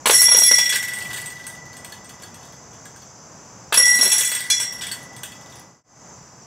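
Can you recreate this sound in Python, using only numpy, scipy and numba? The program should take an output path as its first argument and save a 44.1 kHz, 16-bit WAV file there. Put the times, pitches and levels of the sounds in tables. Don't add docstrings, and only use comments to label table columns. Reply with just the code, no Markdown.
import sys
import numpy as np
from scipy import signal
from scipy.fft import rfft, irfft
from scipy.io import wavfile
from scipy.ndimage import uniform_filter1d
from numba import njit

SR = 44100
rng = np.random.default_rng(int(sys.argv[2]) if len(sys.argv) > 2 else 0)


def voltage_ratio(decibels):
    exponent = np.asarray(decibels, float) / 20
    return 10 ** exponent


def unload_audio(sound):
    columns = np.transpose(np.atleast_2d(sound))
    steps = np.round(np.clip(columns, -1, 1) * 32767)
    wavfile.write(sys.argv[1], SR, steps.astype(np.int16))


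N = 284877
T = np.arange(N) / SR
BOTH, APART = np.array([[1], [1]]), np.array([[1], [-1]])

# (time [s], link peak [dB], hoop middle [dB], hoop high [dB])
CLASH_FIRST = [(0.0578, -11.5, -38.5, -20), (0.1078, -8.5, -26, -13.5), (0.1321, -10.5, -15, -13.5),
               (.1446, -14, -17.5, -8.5), (0.1798, -20, -16, -14.5), (0.217, -10.5, -19.5, -7),
               (0.2542, -21, -16, -14.5), (0.2896, -20.5, -15, -13.5), (0.317, -22, -17, -10),
               (0.344, -18, -15, -20.5), (0.3678, -22.5, -18, -10.5), (0.385, -37, -16, -13.5),
               (0.4348, -17, -16.5, -9.5), (.4614, -25, -19.5, -10.5), (0.49, -21, -18, -18),
               (0.514, -13.5, -12.5, -17), (0.5446, -24.5, -17.5, -19), (0.5845, -9, -20, -24),
               (0.62, -19.5, -23.5, -32), (0.6583, -16.5, -24, -34), (0.6996, -11.5, -31, -45),
               (0.7344, -15, -34, -31), (0.7576, -10, -33, -32), (0.8283, -15.5, -39, -43)]
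CLASH_SECOND = [(3.7272, -10.5, -49.5, -49), (3.742, -5, -34, -17), (3.7737, -16.5, -14.5, -5),
                (3.7836, -23.5, -18.5, -12), (3.8007, -28, -17, -12.5), (3.8547, -16.5, -18, -17.5),
                (3.8996, -31.5, -19, -17.5), (3.9498, -31, -26, -17.5), (4.0115, -22, -14, -15.5),
                (4.0293, -20.5, -21, -13), (4.0596, -32, -23, -20), (4.119, -7.5, -23, -12),
                (4.1816, -10, -27, -18.5), (4.209, -12, -32, -41), (4.249, -31, -32, -23),
                (4.3156, -15, -39, -44), (4.3518, -12.5, -38.5, -42), (4.4054, -18, -47, -46),
                (4.5006, -11.5, -23, -23.5), (4.5989, -16.5, -28.5, -31), (4.65, -32.5, -31, -59),
                (4.725, -26, -38, -40.5)]
# (time [s], peak [dB], low modes [dB])
CHAIN_SLAP = [(.725, -14.5, 6.5), (0.883, -19.5, -1), (0.936, -21.5, -4), (0.9867, -21, -9),
              (1.023, -26, 5.5), (1.104, -29.5, 8), (1.1318, -19, -2), (1.1723, -21.5, 2),
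              (1.26, -21.5, -5), (1.302, -27, -6), (1.367, -42.5, 11), (1.395, -37, 6), (1.4404, -39, 7),
              (4.465, -28, 1), (4.5822, -29, 0), (4.616, -17, -2), (4.632, -20.5, 2), (4.75, -33, -5),
              (4.7827, -33.5, 0), (4.811, -29, 10.5), (4.8196, -26, 4), (4.8345, -28.5, 10), (4.85, -33, 3),
              (4.866, -31, -8), (4.884, -31.5, 8), (4.9143, -24.5, 6), (4.9201, -18, -4)]
# (time [s], peak [dB])
LOOSE_CLINK = [
    [(1.4675, -22), (1.5, -32), (1.55, -38), (1.6551, -41), (1.7305, -34), (1.768, -31.5), (1.8467, -24.5),
     (1.8981, -37), (1.922, -28), (2.0447, -39), (2.0925, -29.5), (2.1985, -41.5), (2.2229, -30.5),
     (2.2341, -32.5), (2.3441, -34), (2.4094, -44), (2.432, -41), (2.4527, -38), (2.5236, -39),
     (2.632, -52), (2.7325, -44.5), (2.854, -34.5), (2.961, -40), (3.0202, -43)],
    [(4.97, -38), (5.0295, -35), (5.131, -42), (5.1647, -30.5), (5.234, -17.5), (5.3194, -32),
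     (5.4118, -41), (5.46, -44), (5.4984, -43), (5.5111, -48), (5.524, -40), (5.5551, -39), (5.568, -47),
     (5.586, -45), (5.5954, -42)],
]
# (time [s], rattle [dB])
CHAIN_SHAKE = [
    [(.057, -18.5), (.249, -25), (.281, -32.5), (.421, -20.5), (.637, -33.5), (.765, -36), (1.083, -42.5),
     (1.16, -37), (1.45, -56)],
    [(3.725, -35.5), (3.76, -30.5), (4.145, -24), (4.347, -31), (4.5, -49.5), (4.631, -45), (4.77, -52),
     (4.85, -44), (5.06, -55)],
]
# (time [s], peak [dB],
# mode [Hz])
FREE_LINK = [(.6986, -38, 8400), (0.757, -24.5, 1590), (0.758, -19, 8400), (.936, -25.5, 8490),
             (1.0236, -32, 8390), (1.1603, -29, 8450), (1.1694, -42, 1520), (1.169, -41, 4360),
             (1.258, -28, 8210), (1.467, -31, 8330), (1.469, -36, 1590), (1.846, -39, 8360),
             (1.923, -41.5, 1720), (1.923, -38, 4400), (1.47, -29.5, 10750), (1.769, -39, 8350),
             (1.847, -47, 4320), (1.846, -51, 1570), (1.9, -53, 10760), (1.923, -51, 10900),
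             (2.046, -40, 8300), (2.094, -48, 4420), (2.224, -63, 11000), (2.234, -42, 4470),
             (2.345, -44, 8400), (2.858, -42, 1640), (2.234, -37, 7200), (2.233, -42, 1630),
             (2.8569, -41, 7360), (4.113, -24, 7200), (4.249, -26, 8390), (4.3158, -17.5, 8390),
             (4.349, -13, 8400), (4.4082, -31, 8410), (4.117, -22, 6600), (4.182, -20, 7640),
             (4.462, -37, 10600), (4.619, -27, 8440), (4.726, -42, 12300), (4.726, -40, 7300),
             (4.821, -35, 1540), (4.822, -33, 3500), (4.866, -34.5, 3530), (4.9135, -33, 1607),
             (4.9147, -24, 4490), (4.916, -26, 8280), (5.235, -39, 1544), (2.855, -43, 8300),
             (2.855, -58, 13300), (2.962, -44, 8400), (2.962, -44, 1600), (3.021, -49, 4480),
             (3.021, -56, 13300), (5.03, -45, 10900), (5.165, -37, 8330), (5.236, -41, 7800),
             (5.46, -52, 3740), (5.499, -55, 10900), (5.524, -46.5, 3640), (5.555, -49, 10900),
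             (5.596, -44, 10960), (5.596, -49, 14500), (3.726, -18.5, 2650), (3.726, -20.5, 3216),
             (0.059, -18, 2816), (4.501, -27, 2740), (4.501, -34, 4530)]
# (frequency [Hz], level [dB])
LINK_MODES = [(1600, -6), (3740, -3), (4450, -5), (7360, -2), (7760, -2), (8190, -2), (8400, 0), (8850, -4),
              (9750, -5), (10850, -5), (2960, -10), (13300, -8), (13800, -10), (12300, -8)]
# (frequency [Hz], level [dB])
CROWD_COLOUR = [(1300, -13), (2600, -4), (3700, -9), (5000, -11), (8000, -4.5), (11000, -11), (14300, -13),
                (16000, -26.5)]
CROWD_EDGES_HZ = [1000, 2300, 3800, 5500, 7500, 9800, 12500, 16500]
# (time [s], peak [dB], body note [Hz], t60 [s])
DISC_KNOCK = [(0.057, -10, 1040, 0.082), (0.071, -10.5, 960, 0.017), (0.066, -16.5, 476, 0.05),
              (0.095, -11, 865, 0.034), (0.096, -11, 502, 0.063), (.0975, -10, 1400, 0.019),
              (.098, -9.5, 550, 0.032), (0.109, -18, 503, 0.027), (0.142, -24, 835, 0.033),
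              (0.216, -22, 1405, 0.052), (0.283, -21, 950, 0.05), (0.315, -20.5, 1200, 0.069),
              (0.321, -22.5, 574, 0.069), (0.346, -15.5, 509, 0.051), (0.376, -20, 900, 0.047),
              (0.389, -21.5, 700, 0.04), (0.419, -17.5, 880, 0.026), (0.513, -14.5, 520, 0.042),
              (0.584, -23, 874, 0.091), (0.739, -26.5, 1490, 0.055), (3.724, -11.5, 1290, 0.059),
              (3.744, -20, 950, 0.043), (3.776, -14.5, 1110, 0.037), (3.798, -21.5, 523, 0.073),
              (3.866, -25.5, 880, 0.081), (3.919, -31, 840, 0.14), (3.949, -30.5, 212, 0.15),
              (3.989, -21, 275, 0.12), (4.039, -27.5, 198, 0.16), (4.029, -16, 685, 0.018),
              (4.057, -21.5, 389, 0.069), (4.074, -29.5, 620, .08), (4.124, -28.5, 873, 0.36),
              (4.209, -28, 517, 0.066), (4.318, -26, 1490, 0.042), (4.499, -32, 820, 0.06),
              (4.6, -29, 966, 0.062)]
# (frequency [Hz], level [dB])
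DISC_CLATTER = [(250, -26.0), (450, -7.0), (1000, -2.5), (1800, -3.0), (4000, -5.0), (9000, -42.0)]
# (frequency [Hz], level [dB], t60 [s])
HOOP_LOW_MODES = [(2012, -18, 1.2), (2030, -18, 1.2), (2121, 0, 1.2), (2140, -8, 1.2)]
HOOP_MID_MODES = [(5546, 0, .8), (5567, -4, .8), (5587, -1, .8), (5616, 0, .8), (5648, -5, .7),
                  (5696, -8, .6), (5720, -12, .5)]
HOOP_HIGH_MODES = [(10350, -16, .3), (10660, -12, .35), (10697, -2, .4), (10730, 0, .4), (10765, -3, .4),
                   (10820, -11, .35), (10885, -7, .3), (10973, -13, .3), (11082, -14, .3), (11380, -19, .2),
                   (11600, -19, .2), (11790, -20, .2), (12030, -21, .2)]
# (time [s], level [dB])
WIDE_HOOP_HIT = [(.13, -38.5), (.475, -30), (.512, -26), (.56, -33.5), (.7, -32.5), (.9, -41), (1, -60),
                 (4.15, -38), (4.3, -39), (4.52, -36.5), (4.7, -61)]
# (time [s], lower line [dB], upper line [dB])
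SPLIT_HUM = [
    [(.125, -44, -43.5), (.135, -24, -26), (.215, -24.5, -21.5), (.27, -37, -20.5), (.34, -25.5, -26),
     (.46, -28.5, -37.5), (.5, -19, -29), (.54, -18.5, -23.5), (.7, -23, -30)],
    [(3.765, -39, -40), (3.785, -18.5, -30), (3.89, -12, -28), (3.96, -14.5, -36), (4.01, -20.5, -31),
     (4.13, -31, -35), (4.2, -32, -28.5), (4.3, -34, -30.5), (4.45, -33, -35.5)],
]
SPLIT_HZ = 1965.95, 1989.03
SPLIT_FADE_DB_PER_S = 21.5, 17
SPLIT_IN_STEP_S = .891, 4.805
# (time [s], shell [dB], three bending modes [dB], [dB], [dB])
POLE_TOUCH = [(0.0573, -25.5, -33.5, -47, -33), (0.1064, -14, -26, -32, -31),
              (0.1316, -11, -27.5, -30, -33), (.15, -17, -35.5, -39.5, -38.5),
              (0.179, -17, -44, -27.5, -34), (0.2167, -12, -34, -32, -35.5),
              (0.254, -19.5, -30, -36.5, -37.5), (0.2884, -24.5, -31, -38, -40.5),
              (0.316, -17, -27, -36, -38), (0.3436, -14, -27, -32.5, -35.5),
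              (0.3834, -11.5, -33.5, -39, -40), (0.4329, -18.5, -25.5, -26, -37),
              (0.461, -19.5, -24, -32.5, -28.5), (0.4883, -22.5, -33.5, -42.5, -34.5),
              (0.5144, -24, -36, -44, -32.5), (0.5444, -16, -28, -30, -31.5),
              (0.5841, -20, -21.5, -30.5, -27.5), (0.6564, -37, -33, -37, -37),
              (0.6928, -27, -25, -41, -49), (0.7304, -34, -32, -32, -39), (0.7564, -30, -31, -44, -43),
              (0.824, -37, -39, -45, -52), (0.9354, -46, -56, -60, -57), (3.7404, -19.5, -31, -35, -28),
              (3.7728, -12.5, -30, -48.5, -34.5), (3.8, -21, -44, -39.5, -43),
              (3.8322, -25.5, -31, -41, -40), (3.8544, -17.5, -33.5, -39, -36),
              (3.8992, -19.5, -44, -39, -44), (3.949, -19, -39.5, -36, -46), (4.0108, -16, -30.5, -31, -32),
              (4.0372, -13.5, -48, -30, -45), (4.0594, -22, -30.5, -30, -48), (4.1154, -14, -27, -30, -33),
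              (4.1814, -16.5, -39.5, -35, -37), (4.2084, -19, -28.5, -62, -41),
              (4.2474, -15, -27.5, -34, -38.5), (4.3153, -27, -33, -37, -38),
              (4.5018, -10.5, -17.5, -22.5, -23), (4.6014, -17.5, -31, -41, -40),
              (4.64, -26.5, -40, -44, -48), (4.8187, -26.5, -40, -47, -47)]
# (frequency [Hz], level [dB], t60 [s])
POLE_SHELL = [(5865, -9, .3), (5940, -10, .3), (6040, -9, .4), (6272, -9, .2), (6585, -6, .25),
              (6928, -7, .35), (7365, -9, .25), (7857, -4, .3), (8050, -4, .2), (8395, -6, .25),
              (8985, -7, .2), (9640, -10, .2)]
# (frequency [Hz], level [dB], t60 [s])
POLE_BENDING = [
    [(3386, 0, .4), (3404, -8, .3), (3360, -14, .2), (2369, -11, .25), (2780, -15, .15)],
    [(4124, 0, .45), (4146, -8, .3), (4095, -14, .2), (4450, -15, .15)],
    [(4985, 0, .25), (4960, -8, .2)],
]
# (frequency [Hz], width [Hz], level [dB])
INSECT_BANDS = [(5120, 850, -6.5), (5770, 220, -0.5), (6275, 490, 0.5), (7120, 680, -5.5),
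                (7770, 600, -14.5)]
# (frequency [Hz], density [dB/Hz])
RUMBLE_COLOUR = [(24, -54), (50, -17.5), (129, -3), (375, -13.5), (975, -11), (3500, -32.5), (9000, -40),
                 (16000, -48)]
# (time [s], level [dB])
RUMBLE_SWELL = [
    (0, 1.5),
    (1, 4),
    (2, 2.5),
    (3, 1.5),
    (3.7, 0),
    (4.5, 3.5),
    (5.5, 2.5),
    (6.46, 2.5),
]
# (time [s], gain [1])
SCENE_FADE = [
    (5.578, 0.92),
    (5.834, 0.0061),
    (6.08, 0.86),
]
CLINK_LIMITS_S = .05, .22

CLINK_DB, CLINK_T60_S, LONGER_S_PER_DB = -47, 0.31, 1.7
CLINK_LOW_DB, BRIGHTER_DB_PER_DB = 6, 0.31
TAUT_T60_S, TAUT_LOW_DB = 0.17, -2
TICK_DB, TICK_T60_S = -7, .015
EVEN_SHAKE_DB, SHAKE_BRIGHTER_DB_PER_DB, DULLEST_DB = -35.5, 0.86, 3
FREE_T60_S, FREE_SLOPE = 0.11, 0.2


@njit
def ring(start, stop, pole, z0):
    out = np.zeros(N)
    for k in range(len(start)):
        z = z0[k]
        for i in range(start[k], min(stop[k], N)):
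            out[i] += z.imag
            z *= pole[k]
    return out


def poles(hz, t60):
    return np.exp((2j * np.pi * np.asarray(hz) - np.log(1000) / t60) / SR)


def samples(s):
    return (s * SR).astype(np.int64)


def impulse_response(s, hz, t60, gain):
    return ring(samples(s), samples(s + t60), poles(hz, t60), gain + 0j)


def bursts(s, db, t60):
    at = samples(s)
    power = ring(at, at + samples(t60), poles(0 * s, t60 / 2), 1j * voltage_ratio(2 * db))
    return np.sqrt(power)


def bandpass(x, lo, hi, order=2):
    return signal.sosfilt(signal.butter(order, [lo, hi], "bandpass", fs=SR, output="sos"), x)


def shaped(points, size=N):
    hz, db = np.transpose(points)
    f = np.fft.rfftfreq(size, 1 / SR) + 1
    colour_db = np.interp(np.log(f), np.log(hz), db)
    x = irfft(rfft(rng.standard_normal(size)) * voltage_ratio(colour_db), size)
    return x / x.std()


def walk(rate):
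    k = int(SR / rate)
    held = np.repeat(rng.standard_normal(N // k + 1), k)
    return uniform_filter1d(held, k)[:N]


def struck(modes, s, level_db, scatter_db, trim_db):
    hz, db, t60 = np.transpose(modes)
    count = len(hz)
    pole, at = poles(hz, t60), np.append(samples(s), N)
    chance = rng.standard_normal((len(s), count))
    z, states = np.full(count, 1e-9 + 0j), []
    for k, want in enumerate(np.sqrt(2) * voltage_ratio(level_db + trim_db)):
        fresh = voltage_ratio(db + scatter_db * chance[k]) * np.sign(chance[k])
        z = .75 * z
        missing = np.sqrt(max(want ** 2 - np.linalg.norm(z) ** 2, 0))
        z = z + fresh / np.linalg.norm(fresh) * missing
        z = z * want / np.linalg.norm(z)
        states.append(z)
        z = z * pole ** (at[k + 1] - at[k])
    start, stop = np.repeat(at[:-1], count), np.repeat(at[1:], count)
    out = ring(start, stop, np.tile(pole, len(s)), np.ravel(states))
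    return bandpass(out, .96 * hz.min(), 1.04 * hz.max())


def chains():
    s, link_db, _, _ = np.transpose(CLASH_FIRST + CLASH_SECOND)
    clash = [s, link_db, 0 * s + TAUT_LOW_DB]
    taut_s, taut_db, taut_low_db = np.c_[clash, np.transpose(CHAIN_SLAP)]
    loose_s, loose_db = np.vstack(LOOSE_CLINK).T
    harder_db = loose_db - CLINK_DB
    low_db = np.r_[taut_low_db, CLINK_LOW_DB - BRIGHTER_DB_PER_DB * harder_db]
    loose_t60 = np.clip(CLINK_T60_S + LONGER_S_PER_DB * harder_db, *CLINK_LIMITS_S)
    t60 = np.r_[0 * taut_s + TAUT_T60_S, loose_t60]
    hit_s = np.r_[taut_s, loose_s]
    ringing = links(hit_s, np.r_[taut_db + 2.5, loose_db], low_db, t60,
                    count=30, named_db=-9.0, crowd_db=-8, colour_db=1.5)
    ringing = ringing + rattle()
    tick_db = np.r_[taut_db - 3.5, loose_db] + TICK_DB
    return ringing + shaped(CROWD_COLOUR) * bursts(hit_s, tick_db, 0 * t60 + TICK_T60_S)


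def links(s, db, low_db, t60, count, named_db, crowd_db, colour_db):
    u = rng.random((len(s), 4, count))
    known = np.array(LINK_MODES)[(u[:, 0] * len(LINK_MODES)).astype(int)]
    hz = known[..., 0] * (1 + .012 * (u[:, 2] - .5))
    gain_db = known[..., 1] + named_db - 8.4 * u[:, 3]
    gain_db = gain_db + db[:, None] + low_db[:, None] * (hz < 5500)
    decay = t60[:, None] * (8000 / hz) ** .1 * (.5 + .7 * u[:, 1])
    gain = voltage_ratio(gain_db) / np.sqrt(count)
    out = impulse_response(np.repeat(s, count), hz.ravel(), decay.ravel(), gain.ravel())
    many = crowd()
    tint_db = colour_db * rng.standard_normal((len(s), len(CROWD_EDGES_HZ) - 1))
    for lo, hi, tint in zip(CROWD_EDGES_HZ, CROWD_EDGES_HZ[1:], tint_db.T):
        band_db = db + crowd_db + tint + low_db * (hi < 6000)
        out = out + bandpass(many, lo, hi) * bursts(s, band_db, t60 * (7000 / hi) ** 0.28)
    return out


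def crowd(count=300, width_hz=34.0, peak_db=10.0):
    unnamed_hz = rng.uniform(1400, 15700, count)
    hz = np.r_[np.array(LINK_MODES)[:, 0], np.array(POLE_SHELL)[:, 0], unnamed_hz]
    f = np.arange(1000., 16000, 10)
    resonance = 1 / (1 + ((f[:, None] - hz) / width_hz) ** 2)
    heaps = (rng.exponential(size=len(hz)) * resonance).sum(axis=1)
    colour_hz, colour_db = np.transpose(CROWD_COLOUR)
    colour = np.interp(np.log(f), np.log(colour_hz), colour_db)
    return shaped(np.c_[f, colour + 10 * np.log10(1 + voltage_ratio(2 * peak_db) * heaps)])


def rattle(per_s=800):
    when, size_db = [], []
    for s, db in map(np.transpose, CHAIN_SHAKE):
        duration = s[-1] - s[0]
        at = s[0] + duration * rng.random(int(per_s * duration))
        when.extend(at)
        size_db.extend(np.interp(at, s, db))
    when, size_db = np.array(when), np.array(size_db)
    dull_db = np.minimum(SHAKE_BRIGHTER_DB_PER_DB * (EVEN_SHAKE_DB - size_db), DULLEST_DB)
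    size_db = size_db + 2.5 * rng.exponential(size=len(when)) - 1.5
    return links(when, size_db, dull_db, 0 * size_db + 0.054,
                 count=4, named_db=-5.5, crowd_db=-4.5, colour_db=5.5)


def singing():
    s, db, hz = (np.repeat(col, 3) for col in np.transpose(FREE_LINK))
    u = rng.random((len(FREE_LINK), 2, 3))
    neighbour = np.tile([0, 1, 1], len(FREE_LINK))
    hz = hz * (1 + 0.0295 * neighbour * (u[:, 0].ravel() - .5))
    t60 = np.maximum(FREE_T60_S + 0.0045 * (db + 41), .06)
    t60 = t60 * np.minimum(hz / 8400, 8400 / hz) ** FREE_SLOPE
    t60 = t60 * (1 - 0.41 * neighbour * u[:, 1].ravel())
    weaker_db = neighbour * (2.5 + 0.84 * np.maximum(db + 39.5, 0))
    return impulse_response(s, hz, t60, voltage_ratio(db - 3.5 - weaker_db))


def knocks():
    s, db, hz, t60 = np.transpose(DISC_KNOCK)
    u = rng.random((len(s), 2, 8))
    pitch = np.hstack([hz[:, None], 420 * 7.4 ** u[:, 0]])
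    part_db = np.hstack([0 * hz[:, None] + 3.0, -2.5 - 19.2 * u[:, 1]])
    gain = voltage_ratio(db[:, None] - 8.5 + part_db)
    decay = 0.81 * t60[:, None] * (700 / pitch) ** .4
    start = np.repeat(s, pitch.shape[1])
    notes = impulse_response(start, pitch.ravel(), decay.ravel(), gain.ravel())
    return notes + shaped(DISC_CLATTER) * bursts(s, db - 5.5, 2.04 * t60)


def hoops():
    s, _, mid_db, high_db = np.transpose(CLASH_FIRST + CLASH_SECOND)
    low = struck(HOOP_LOW_MODES, *np.transpose(WIDE_HOOP_HIT), 3, -3)
    middle = struck(HOOP_MID_MODES, s, mid_db, 4, 2.6)
    high = struck(HOOP_HIGH_MODES, s, high_db, 3, -1.5)
    return low + middle + high


def hum():
    out = 0
    for (s, *dbs), together in zip(map(np.transpose, SPLIT_HUM), SPLIT_IN_STEP_S):
        left_alone_s = np.maximum(T - s[-1], 0)
        for hz, db, fade_db in zip(SPLIT_HZ, dbs, SPLIT_FADE_DB_PER_S):
            gain = voltage_ratio(np.interp(T, s, db) - fade_db * left_alone_s) * (T > s[0])
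            out = out + gain * np.sin(2 * np.pi * hz * (T - together))
    return out


def pole_tube():
    s, shell_db, *bending_db = np.transpose(POLE_TOUCH)
    out = struck(POLE_SHELL, s, shell_db, 3.9, -5.0)
    for modes, db, trim_db in zip(POLE_BENDING, bending_db, (1.5, -0.5, -1.5)):
        out = out + struck(modes, s, db, 1.8, trim_db) * voltage_ratio(1.0 * walk(30))
    return out


def basket():
    steel = hoops() + pole_tube() + chains() + singing() + knocks()
    return signal.sosfilt(signal.butter(3, 230, "highpass", fs=SR, output="sos"), steel)


def bushes(steel):
    size = SR // 4
    tail = rng.standard_normal((2, size)) * np.exp(-np.arange(size) / (0.029 * SR))
    return signal.fftconvolve(steel[None], tail / np.linalg.norm(tail[0]), axes=1)[:, :N]


def insects():
    out = 0
    for hz, width, db in INSECT_BANDS:
        clicks = rng.standard_normal(N) * voltage_ratio(1.0 * walk(300))
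        band = bandpass(clicks, hz - width / 2, hz + width / 2, 3)
        out = out + band / band.std() * np.sqrt(width / 500) * voltage_ratio(db + 1.2 * walk(4.5))
    return out / out.std()


def rumble():
    noise = BOTH * shaped(RUMBLE_COLOUR) + APART * voltage_ratio(-19.5) * shaped(RUMBLE_COLOUR)
    swell_db = np.interp(T, *np.transpose(RUMBLE_SWELL)) + 1.5 * walk(4.026)
    return noise * voltage_ratio(-46.5 + swell_db)


def scene():
    background = rumble()
    background = background + (BOTH * insects() + APART * voltage_ratio(-11.0) * insects()) * voltage_ratio(-47.5)
    steel, pair = basket(), hum()
    echo = bushes(steel)
    side = voltage_ratio(-17) * np.gradient(np.gradient(echo[1])) + voltage_ratio(-31) * echo[1]
    side = side + voltage_ratio(-34) * np.gradient(pair) / np.sin(2 * np.pi * SPLIT_HZ[0] / SR)
    middle = steel + voltage_ratio(-6.0) * echo[0] + pair
    return BOTH * middle + APART * side + background


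def top_cut(x):
    return signal.sosfilt(signal.butter(12, 16810, fs=SR, output="sos"), x)


def record(dry):
    rounded = dry / (1 + (dry / .85) ** 6) ** (1 / 6)
    limited = signal.sosfilt(signal.ellip(8, .3, 50, 15700, fs=SR, output="sos"), rounded)
    mix = limited * np.interp(T, *np.transpose(SCENE_FADE))
    return top_cut(mix)


dry = scene()
out = record(dry)
unload_audio(out)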